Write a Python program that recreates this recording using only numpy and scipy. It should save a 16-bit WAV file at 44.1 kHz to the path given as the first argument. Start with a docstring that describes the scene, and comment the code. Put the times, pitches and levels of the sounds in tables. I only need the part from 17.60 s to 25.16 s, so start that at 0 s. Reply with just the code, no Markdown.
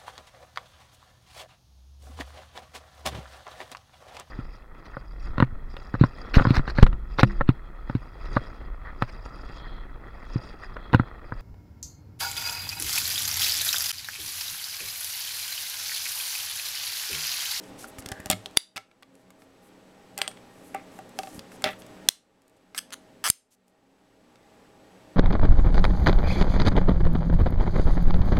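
"""Hands fit small magnets, steel balls, a rod and plastic tubes together on a wooden bench in a humming room.
Over noise and thin whines, skin rubs softly, parts tick and knock the bench, and a rod snaps into a collar.
Then more knocks and ringing magnets follow, and a ball snaps onto a tube. Last, the rod creaks through its
tube and snaps onto a ball before a few late ticks. Blows ring dying sine waves; cracks and rubs are shaped noise.
The snaps overload the recorder, whose gain control drops at once and creeps back."""
import sys
import numpy as np
from scipy import signal
from scipy.fft import rfft, irfft
from scipy.io import wavfile
from scipy.ndimage import uniform_filter1d

SR = 44100
rng = np.random.default_rng(int(sys.argv[2]) if len(sys.argv) > 2 else 0)


def dump_mix(stems):
    """Bounce the given channels to the path in sys.argv[1] as a 16-bit WAV at rate SR."""
    frames = np.atleast_2d(stems).T  # one column per channel
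    limited = np.clip(frames, -1, 1)  # hard clip at full scale
    pcm = np.round(limited * 32767).astype(np.int16)
    wavfile.write(sys.argv[1], SR, pcm)


N = 333384  # length of the scene in samples

# Ways the steel rings in each snap. Each row: pitch in Hz, relative level in dB, time to fall 60 dB in seconds.
ROD_IN_COLLAR = [(1000, -19, .01), (2200, -12.5, 0.015), (2970, -8, 0.012), (3588, 2.5, 0.012),
                 (4690, -2.5, 0.018), (7200, -11, 0.008), (8590, -9, 0.0067), (9980, -3, 0.034),
                 (13100, -13, 0.008)]
BALL_ON_TUBE = [(544, -11, 0.0041), (2150, -15.5, 0.01), (3534, -2, 0.01), (4120, -1, 0.014),
                (5150, -4.5, 0.0074), (5810, 1, 0.0069), (7530, -6, 0.011), (8693, -2.5, 0.013),
                (11080, -6.5, 0.01), (13920, -10, 0.011)]
ROD_ON_BALL = [(2270, -19, 0.01), (3200, -18.5, 0.022), (5105, -9, 0.02), (6310, -6.5, 0.027),
               (7680, -4.5, 0.016), (8825, 1.5, 0.0203), (10040, -6.5, .02), (11340, -6.5, 0.024)]
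# Magnets pulling steel home. Each row: start in seconds, ring level in dB, which modes ring,
# delay in seconds and level in dB of the echo off the bench top, crack level in dB.
SNAPS = [(0.9721, 7.8, ROD_IN_COLLAR, 0.00056, -15.5, 4.1), (4.4875, 5.5, BALL_ON_TUBE, .00115, -3.5, 4.7),
         (5.7008, 6.4, ROD_ON_BALL, .00068, -11, 6)]


def snaps():
    """A magnet pulls steel home; returns the rings, the cracks and their echoes off the bench top."""
    rings, cracks, echoes = np.zeros((3, N))
    for s, db, modes, delay, echo_db, crack_db in SNAPS:
        add(rings, s, gain_of(db) * ring(modes, 0.0041, 1.0))
        sharp = without_bass(crack(2.4, 0.02, rough=.08, low_hz=2550), hz=2040)
        add(cracks, s, gain_of(crack_db) * sharp)
        direct = (rings + cracks)[round(s * SR):][:2000]
        add(echoes, s + delay, gain_of(echo_db) * direct)
    return rings, cracks, echoes


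# Hollow plastic tube. Each row: pitch in Hz, relative level in dB, time to fall 60 dB in seconds.
TUBE = [(1308, -6.5, 0.059), (1710, -2, 0.019), (2094, -0.5, 0.022), (2580, -5, 0.022)]
# Parts touching in the fingers. Each row: start in seconds, blow level in dB,
# brightness in dB of the upper modes, tube ring level in dB.
TICKS = [(0.3851, -31, 1, -34.5), (0.423, -36.5, -3, -44), (0.4606, -20.5, -1.5, -37),
         (0.602, -43.5, 13.5, -37.5), (0.669, -36, -2, -37), (0.7128, -4, 2, -31),
         (0.7243, -16.5, 0.5, -28), (0.911, -42, 1, -62), (0.97, -8.5, -2, -20.5), (1.1699, 1, -13, -38),
         (1.177, -1, -9.5, -5.5), (1.3138, -32.5, -19.5, -37), (1.4254, -24.5, 0, -28),
         (1.4307, -19.5, -18.5, -58.5), (1.5535, -32.5, 2.5, -59.5), (1.7048, -32, 6, -36),
         (1.8205, -35.5, -9, -37.5), (2.714, -31, -7, -38), (2.772, -31, -25, -46), (3.493, -56, 18, -67),
         (3.793, -22, -5.5, -65), (3.9187, -38, -5, -40.5), (4.0219, -34, 7, -37), (4.2206, -32, -12, -66),
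         (4.2651, -39.5, 4, -64), (4.8195, -39, 6, -59), (4.8801, -45, 14, -58), (4.897, -54, 17.5, -65.5),
         (5.1476, -15, -9.5, -21), (5.3056, -25, -4, -38), (5.3201, -27.5, -35, -40),
         (5.6768, -14.5, 3, -19), (5.6832, -15.5, 10, -46.5), (5.6882, -18.5, 15, -49),
         (6.081, -37.5, 7, -64.5), (6.7571, -37, -10, -44)]
# Parts striking or bouncing on the bench top. Each row: start in seconds, blow level in dB,
# brightness in dB of the upper modes, bench ring level in dB, its lean in dB to the second mode.
KNOCKS = [(0.488, -21, 0.5, -39.5, 2), (0.5176, -20, 0.5, -32.5, 1), (0.659, -23.5, 4, -32.5, 4),
          (0.7007, -7.5, 7.5, -20, 7), (0.7044, -7.5, -12.5, -21, 10), (0.73, -16, -11, -28, 10),
          (0.9663, -27, 2.5, -41, -0.5), (1.1648, -4.5, -16, -22.5, 0), (2.578, -15, 6, -33, 0),
          (2.5879, -17, 3, -27, -2), (3.1466, -37.5, 13, -19.5, -6.5), (3.3892, -38, 3, -31, -5),
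          (3.5889, -12.5, -6.5, -19.5, -6.5), (3.6335, -23, -7, -30, -5), (3.6723, -28.5, -19, -33, -3),
          (4.0414, -1, -18, -19, 8), (4.0609, -15, -27, -22.5, 13), (4.0736, -19, -31, -32, 5),
          (4.0897, -19.5, -26, -25.5, 6)]
# Dry taps with one pitch. Each row: start in seconds, level in dB, pitch in Hz,
# time to fall 60 dB in seconds, crack in dB relative to the tap, bench ring level in dB.
TAPS = [(0.2432, -28, 1410, 0.019, -9, -40), (0.521, -23, 1640, 0.0093, -4, -45.5),
        (0.8593, -15.5, 3350, 0.0055, -3.5, -37.5), (2.6170, 2, 3090, 0.0027, -11, -26.5),
        (2.6781, -7.5, 3300, 0.0036, -9.5, -32.5)]
TUBE_OVER_BENCH_DB = -7  # a knock rings the tube along with the bench
BENCH_OVER_TUBE_DB = -15.5  # a tick reaches the bench only through the resting hand


def clicks(parts_t60=.006, crack_t60=.017):
    """Ticks and knocks crack and ring parts, tube and bench; a tap rings one pitch, cracks and rings the bench."""
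    out = np.zeros(N)
    blows = []
    for s, db, bright_db, tube_db in TICKS:
        blows.append((s, db, bright_db, tube_db, tube_db + BENCH_OVER_TUBE_DB, 0))
    for s, db, bright_db, bench_db, lean_db in KNOCKS:
        blows.append((s, db, bright_db, bench_db + TUBE_OVER_BENCH_DB, bench_db, lean_db))
    for s, db, bright_db, tube_db, bench_db, lean_db in blows:
        peak_db = db + max(bright_db, 0)
        add(out, s, gain_of(peak_db - 6) * ring(parts(bright_db, parts_t60), .02, 1))
        add(out, s, gain_of(peak_db - 1.5) * crack(bright_db, crack_t60, rough=.2))
        add(out, s, gain_of(tube_db) * ring(TUBE, 0.064, 1))
        add(out, s + .001, gain_of(bench_db) * ring(on_bench(lean_db), 0.015, 1.2))
    for s, db, hz, t60, crack_db, bench_db in TAPS:
        add(out, s, gain_of(db) * ring([(hz, 0, t60)], 0.018, 1))
        add(out, s, gain_of(db + crack_db) * crack(-7.0, crack_t60, rough=.3))
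        add(out, s + 0.001, gain_of(bench_db) * ring(on_bench(5.3), 0.01, 1.3))
    return out


# Small steel and plastic parts. Each row: pitch in Hz, relative level in dB.
PARTS = [(2750, 1), (3400, 3.5), (4700, -6), (5400, 1), (6200, -6.5), (7250, 3.5), (8600, -2.5), (10200, 0),
         (11400, -5.5), (13500, -12)]


def parts(bright_db, t60, split_hz=6500):
    """Modes of the small parts; hard contacts lift the upper ones."""
    split_hz = split_hz + 100 * min(bright_db, 0)  # soft contacts lose their edge lower down
    return [(hz, db + bright_db * (hz > split_hz), t60) for hz, db in PARTS]


# Bench top. Each row: pitch in Hz, relative level in dB, time to fall 60 dB in seconds.
BENCH = [(409, -10.5, 0.15), (615, -4, 0.075), (771.3, 1.5, 0.075), (1168, -10.5, 0.055)]


def on_bench(lean_db):
    """Modes of the bench top as one spot excites them: it leans from the third mode to the second."""
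    return [(hz, db + lean_db / 2 * ((k == 1) - (k == 2)), t60)
            for k, (hz, db, t60) in enumerate(BENCH)]


# Free steel that rings on after a blow. Each row: pitch in Hz, level in dB, time to fall 60 dB in seconds.
MAGNET_STACK = [(4370, -19, 0.026), (7260, -31, 0.059), (8300, 4, 0.015), (8520, -16, 0.085),
                (9250, -23, 0.14), (12500, -27, 0.08)]
COLLAR = [(2070, -9, .12), (3800, -2, 0.24), (4760, 0, .22), (8550, -13, .15), (9900, -14.5, .15)]
FREE_ROD = [(2150, -2, 0.1292), (4730, -4.5, .15), (9830, -1, 0.13)]
# When they ring. Each row: start in seconds, level in dB added to every mode, which modes ring.
RINGS = [(0.972, -17, COLLAR), (2.6164, -18.5, MAGNET_STACK), (2.6783, -20.5, MAGNET_STACK),
         (5.678, -27.5, FREE_ROD), (5.686, -24.5, FREE_ROD)]


def free_rings(steady=0.72):
    """Steel rings on while it rattles in the fingers, so each mode flutters and blurs by itself."""
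    out = np.zeros(N)
    for s, db, modes in RINGS:
        for hz, mode_db, t60 in modes:
            tone = ring([(hz, 0, t60)], 0.005)
            noise = rng.standard_normal(SR // 2 + 9)
            smooth = uniform_filter1d(uniform_filter1d(noise, size=80), size=80)
            flutter = evened(smooth)[:len(tone)]
            loose = np.minimum(np.arange(len(tone)) / SR / 0.0036, 1)  # flutter sets in over 3.6 ms
            add(out, s, gain_of(db + mode_db) * tone * (1 + loose * (steady - 1 + flutter)))
    return out


# Rod and tube ringing together, with the rod deep inside or at the mouth.
# Each row: pitch in Hz, relative level in dB, time to fall 60 dB in seconds.
ROD_DEEP = [(1310, -4, .011), (1686, -1.5, 0.0092), (2200, -7.5, 0.0058), (3160, 2.5, 0.0041),
            (4600, -4.5, 0.00421), (5140, -1, 0.0059), (5950, -2, 0.00499), (8130, -0.5, 0.0076),
            (10200, 0.5, 0.0041), (11100, -8.5, .004), (12700, -18, 0.0042)]
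ROD_AT_MOUTH = [(1544, -5.5, 0.009), (1950, -3, 0.00563), (3210, -1, 0.0052), (4130, 2.5, 0.003),
                (6420, -0.5, 0.0048), (7100, -3, 0.004), (8700, -8.5, .004), (9470, -2, 0.0052),
                (10700, -14, .004)]
# The rod creaking through its tube. Each row: start in seconds, length in seconds, first and last
# slips per second, first and last level in dB, unevenness of the timing in seconds, which modes ring.
CREAKS = [(5.178, 0.014, 2200, 1785, -10.5, -13, 0.00034, ROD_DEEP),
          (5.3249, .0175, 291.6, 435, -18.5, -16.5, 0.000038, ROD_AT_MOUTH),
          (5.641, 0.037, 472.6, 517.4, -9, -9, 0.00027, ROD_DEEP)]


def creaks():
    """Uneven stick-slip: each slip rings rod and tube; fast slips leave the low modes quiet."""
    out = np.zeros(N)
    for s, length, first_rate, last_rate, first_db, last_db, uneven_s, modes in CREAKS:
        along = np.linspace(0, 1, int(length * SR))
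        turns = np.cumsum(first_rate + (last_rate - first_rate) * along) / SR
        slips = along[np.diff(np.floor(turns), prepend=-1) > 0]  # one slip per whole turn
        for at, (late, size) in zip(slips, rng.standard_normal((60, 2))):
            db = first_db + (last_db - first_db) * at + 2 * size
            slip = without_bass(ring(modes, .02, 2.5), hz=first_rate)
            add(out, s + at * length + uneven_s * late, gain_of(db) * slip)
    return out


# Hard parts scraping. Each row: start in seconds, length in seconds, level in dB, brightness in dB,
# change in level over the scrape in dB, tube ring in dB relative to the crack.
SCRAPES = [(0.708, 0.024, -27, -15, 1.5, -10), (1.16, 0.0086, -15, 5.5, -4, 0),
           (2.574, 0.092, -37, -19.5, -4.5, 6), (3.142, 0.067, -36, -29, -20, 13),
           (4.048, 0.097, -26.5, -26.5, -22.5, -6), (5.149, 0.026, -37.5, 4, 6.5, -10.5)]
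CATCHES_PER_S = 2800


def scrapes():
    """Dense random catches of uneven size crack and ring parts and tube at three contact points."""
    out = np.zeros(N)
    for s, length, db, bright_db, fade_db, tube_db in SCRAPES:
        chance, size, place = rng.random((3, 8000))[:, :int(length * SR)]
        caught = chance < CATCHES_PER_S / SR
        sign = np.sign(chance * SR / CATCHES_PER_S - .5)
        catches = caught * gain_of(-14 * size) * sign
        level = gain_of(np.linspace(0, fade_db, len(size)) + db)
        faded = level * evened(catches)
        for point in range(3):
            body = crack(bright_db, .004, rough=0.7)
            add(body, 0, gain_of(-5.0) * ring(parts(bright_db, 0.0045), 0.077, 1.7))
            add(body, 0, gain_of(tube_db) * ring(TUBE, 0.051, 1.0))
            here = faded * (np.floor(3 * place) == point)
            add(out, s, np.convolve(here, body / np.linalg.norm(body)))
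    return out


# The whole bench swaying. Each row: pitch in Hz, relative level in dB before the tilt,
# time to fall 60 dB in seconds before stretching.
LEGS = [(59, -12.5, 0.094), (105, -1, 0.14), (190.6, 1.5, 0.05), (253, 2, 0.018)]
# Hands and parts leaning on the bench, and at 5.7 s a short low thump along with the last snap. # Each row:
# start in seconds, level in dB, factor that stretches the ringing time, tilt in dB per octave.
THUDS = [(0.386, -34, 0.45, -5), (0.462, -30.5, 0.54, 3), (0.517, -27.5, 0.47, -5), (0.599, -30, 0.41, 4),
         (0.662, -28, 0.36, 7), (0.7, -21, 2.7, 9), (0.731, -26, 2.6, 4), (1.16, -21.5, 1.7, 7.5),
         (2.98, -38, 0.26, 18.5), (3.754, -28, 0.62, 36), (3.78, -31.5, 1.4, 10), (4.039, -32.5, 2.9, 21),
         (4.06, -30, 5.3, 13), (5.7, -11.5, 0.24, -21)]


def thuds():
    """Soft pushes sway the bench, each tilted toward its upper or lower modes; a short low thump joins the last
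    snap."""
    out = np.zeros(N)
    for s, db, longer, tilt_db in THUDS:
        modes = [(hz, mode_db + tilt_db * np.log2(hz), t60 * longer) for hz, mode_db, t60 in LEGS]
        add(out, s, gain_of(db) * ring(modes, 0.024, 0.81))
    return out


# Skin sliding on skin and parts. Each row: start in seconds, length in seconds, level in dB, centre in Hz.
RUBS = [(0, 0.12, -59, 5950), (0.168, 0.1, -48.5, 7650), (0.264, 0.047, -52.5, 10700),
        (0.382, 0.029, -45.5, 9360), (0.743, 0.16, -63.5, 5880), (1.517, 0.14, -63.5, 8850),
        (1.777, 0.085, -58.5, 9080), (2.01, 0.093, -58.5, 10580), (2.848, 0.54, -65, 9440),
        (3.029, 0.075, -57.5, 10200), (3.302, 0.11, -60.5, 9080), (3.534, 0.27, -55, 7600),
        (3.728, 0.067, -53, 9740), (3.899, 0.082, -58.5, 8100), (4.096, 0.043, -56.5, 11000),
        (4.183, 0.04, -56.5, 10400), (4.961, 0.021, -57, 7000), (5.9, 0.06, -42.5, 7730),
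        (6.057, 0.059, -61, 9900)]
RUB_REACH_HZ = 16660  # the band of a rub is as wide as the way from its centre up to here
# The rod turning in the hollow part. The one row: start in seconds, length in seconds, level in dB,
# centre in Hz, width in Hz.
HOLLOW_RUB = (.45, .24, -53, 1700, 400)


def rubs():
    """Sliding makes soft swells of grainy hiss: noise in a band, with a restless level."""
    out, hz = np.zeros(N), np.fft.rfftfreq(16384, 1 / SR)
    skin = [(*row, RUB_REACH_HZ - row[-1]) for row in RUBS]
    for s, length, db, centre_hz, width_hz in skin + [HOLLOW_RUB]:
        noise, grain = rng.standard_normal((2, 16384))
        band = np.exp(-2 * ((hz - centre_hz) / width_hz) ** 2)
        hiss = evened(irfft(rfft(noise) * band))
        grain_db = 2 * evened(uniform_filter1d(grain, size=150))
        hiss = (hiss * gain_of(grain_db))[:int(length * SR)]
        add(out, s, gain_of(db) * hiss * signal.windows.tukey(len(hiss), .6))
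    return out


# Machines in the room. Each row: frequency in Hz, relative level in dB per Hz.
HUM = [(25, -13), (114, -11), (220, -7), (330, -9), (400, -4), (520, -6.5), (680, -12.5), (787, -8.5),
       (1030, -15), (3000, -22), (8000, -31), (13600, -37.5), (16500, -41.5)]
# Narrow peaks of the hum. Each row: frequency in Hz, width in Hz, height in dB.
HUM_PEAKS = [(119.5, 6, 10), (187, 7, 13.5), (240.5, 5, 13), (270, 6, 15), (307.5, 5, 14), (538.5, 5, 11),
             (635.5, 3.5, 17), (809, 5, 10), (1167, 4, 11), (1860, 20, 7.5)]
HUM_DB = -47.5


def hum():
    """Steady noise with narrow wavering peaks and a slight swell in level."""
    hz = np.fft.rfftfreq(N, 1 / SR)
    peaks = sum((gain_of(2 * db) - 1) / (1 + (2 * (hz - f) / width) ** 4) for f, width, db in HUM_PEAKS)
    colour = gain_of(read(HUM, hz)) * np.sqrt(1 + np.maximum(peaks, 0))
    noise = irfft(rfft(rng.standard_normal(N)) * colour, N)
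    swell = evened(uniform_filter1d(rng.standard_normal(N), size=6000))
    return gain_of(HUM_DB + .5 * swell) * evened(noise)


# Steady electrical tones. Each row: pitch in Hz, rms level in dB.
WHINES = [(7854, -76), (7881, -77), (13378, -85)]


def whine():
    """Thin steady sine tones; the close pair beats."""
    t = np.arange(N) / SR
    return sum(np.sqrt(2) * gain_of(db) * np.sin(2 * np.pi * (hz * t + rng.random())) for hz, db in WHINES)


# How fast the room dies away. Each row: frequency in Hz, time to fall 60 dB in seconds.
ROOM = [(300, 0.069), (1300, 0.28), (3500, 0.24), (9000, .23), (15000, 0.15)]


def room(x, gap=410, wall=.35):
    """One echo off the nearest wall, then sparse taps of random sign, each band dying at its own speed."""
    slots = np.arange(0, SR // 2, 20)
    taps = np.zeros(SR // 2 + 20)
    taps[slots + rng.integers(0, 20, len(slots))] = rng.choice([-1., 1.], len(slots))
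    hz, t, bands = signal.stft(taps, SR, nperseg=256)
    decay = gain_of(-60 * t / read(ROOM, hz)[:, None])
    tail = signal.istft(bands * decay, SR, nperseg=256)[1]
    # gap: samples of silence before the wall echo
    tail = np.concatenate([np.zeros(int(gap)), [wall], tail / np.linalg.norm(tail)])
    return signal.fftconvolve(x, tail)[:N]


def ring(modes, detune=0., scatter_db=0.):
    """One blow on dying modes; a new contact point shifts and reweights them."""
    hz, db, t60 = np.transpose(modes)[:, :, None]
    shift, weight = rng.standard_normal((2, len(modes), 1))
    t = np.arange(int(SR * min(abs(t60).max(), .5)) + 9) / SR
    heights = gain_of(db + scatter_db * weight) / np.sqrt(np.sum(gain_of(2 * db)))
    decay = gain_of(-60 * t / abs(t60))
    tones = np.sin(2 * np.pi * hz * (1 + detune * shift) * t)
    return np.sum(heights * decay * tones, axis=0)


def crack(bright_db, t60, rough=.5, split_hz=6500, low_hz=1800, top_hz=9500):
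    """Too many modes to tell apart: a sharp tick and dying noise, tilted by the hardness of the contact."""
    hz = np.fft.rfftfreq(1024, 1 / SR)
    split_hz = split_hz + 100 * min(bright_db, 0)  # soft contacts lose their edge lower down
    tilt = gain_of(bright_db / (1 + (split_hz / (hz + 1)) ** 6))
    colour = tilt / np.sqrt((1 + (low_hz / (hz + 1)) ** 4) * (1 + (hz / top_hz) ** 6))
    decay = gain_of(-60 * np.arange(1024) / SR / abs(t60))
    burst = rough * rng.standard_normal(1024) * decay
    burst[0] = 1  # the sharp tick
    coloured = np.roll(irfft(rfft(burst) * colour), 12)[:900]
    return coloured / abs(coloured).max()


def without_bass(x, hz):
    """Small bodies radiate nothing far below their lowest mode."""
    return signal.sosfilt(signal.butter(2, hz, "high", fs=SR, output="sos"), x)


def gain_of(db):
    """Decibels to a factor."""
    return 10 ** (np.asarray(db) / 20)


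def evened(x):
    """Scales to rms 1."""
    return x / np.sqrt(np.mean(x ** 2) + 1e-20)


def read(points, hz):
    """Reads a curve on a log-frequency axis."""
    f, value = np.transpose(points)
    return np.interp(np.log(hz + 1), np.log(f + 1), value)


def add(mix, s, sound):
    """Mixes a sound in at s seconds."""
    part = mix[round(s * SR):][:len(sound)]
    part += sound[:len(part)]


def scene():
    """Handling sounds, their room tail and the background; snaps feed the room more than other sounds do."""
    rings, cracks, echoes = snaps()
    near = without_bass(clicks() + free_rings(), hz=356.0)
    near = near + without_bass(creaks() + scrapes(), hz=1050) + rubs()
    tail = room(gain_of(-19) * near + gain_of(-13) * rings) + gain_of(-2) * room(cracks)
    handling = near + rings + cracks + echoes + tail + without_bass(thuds(), hz=40)
    return (handling + hum() + whine())[None]


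EDGE_HZ = 16500  # the recorder passes almost nothing above this


def record(dry, limit_db=-15.0, share=1.798, recovery_s=0.97, attack_s=0.0047, ceiling=0.72):
    """Gain control falls within milliseconds and recovers slowly; what gets through first is clipped."""
    span = round(.003 * SR)
    power = abs(signal.lfilter(np.ones(span) / span, 1, dry[0] ** 2))
    power_db = 10 * np.log10(power + 1e-12)
    over_db = share * np.maximum(power_db - limit_db, 1e-6)
    leak = np.arange(N) / SR / recovery_s
    held_db = np.exp(np.maximum.accumulate(np.log(over_db) + leak) - leak)  # exponential release
    ramp = np.ones(max(int(attack_s * SR), 2))
    # the gain slides down in a straight line
    gain = signal.oaconvolve(gain_of(-held_db) - 1, ramp / ramp.sum())[:N] + 1
    clipped = np.clip(dry * gain, -ceiling, ceiling)
    drooped = signal.sosfilt(signal.butter(2, 15000, fs=SR, output="sos"), clipped)  # dulls the top octave
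    edge = signal.firwin(511, EDGE_HZ, window=("kaiser", 9), fs=SR)
    return signal.oaconvolve(drooped, edge[None], "same")


dry = scene()
out = record(dry)
dump_mix(out)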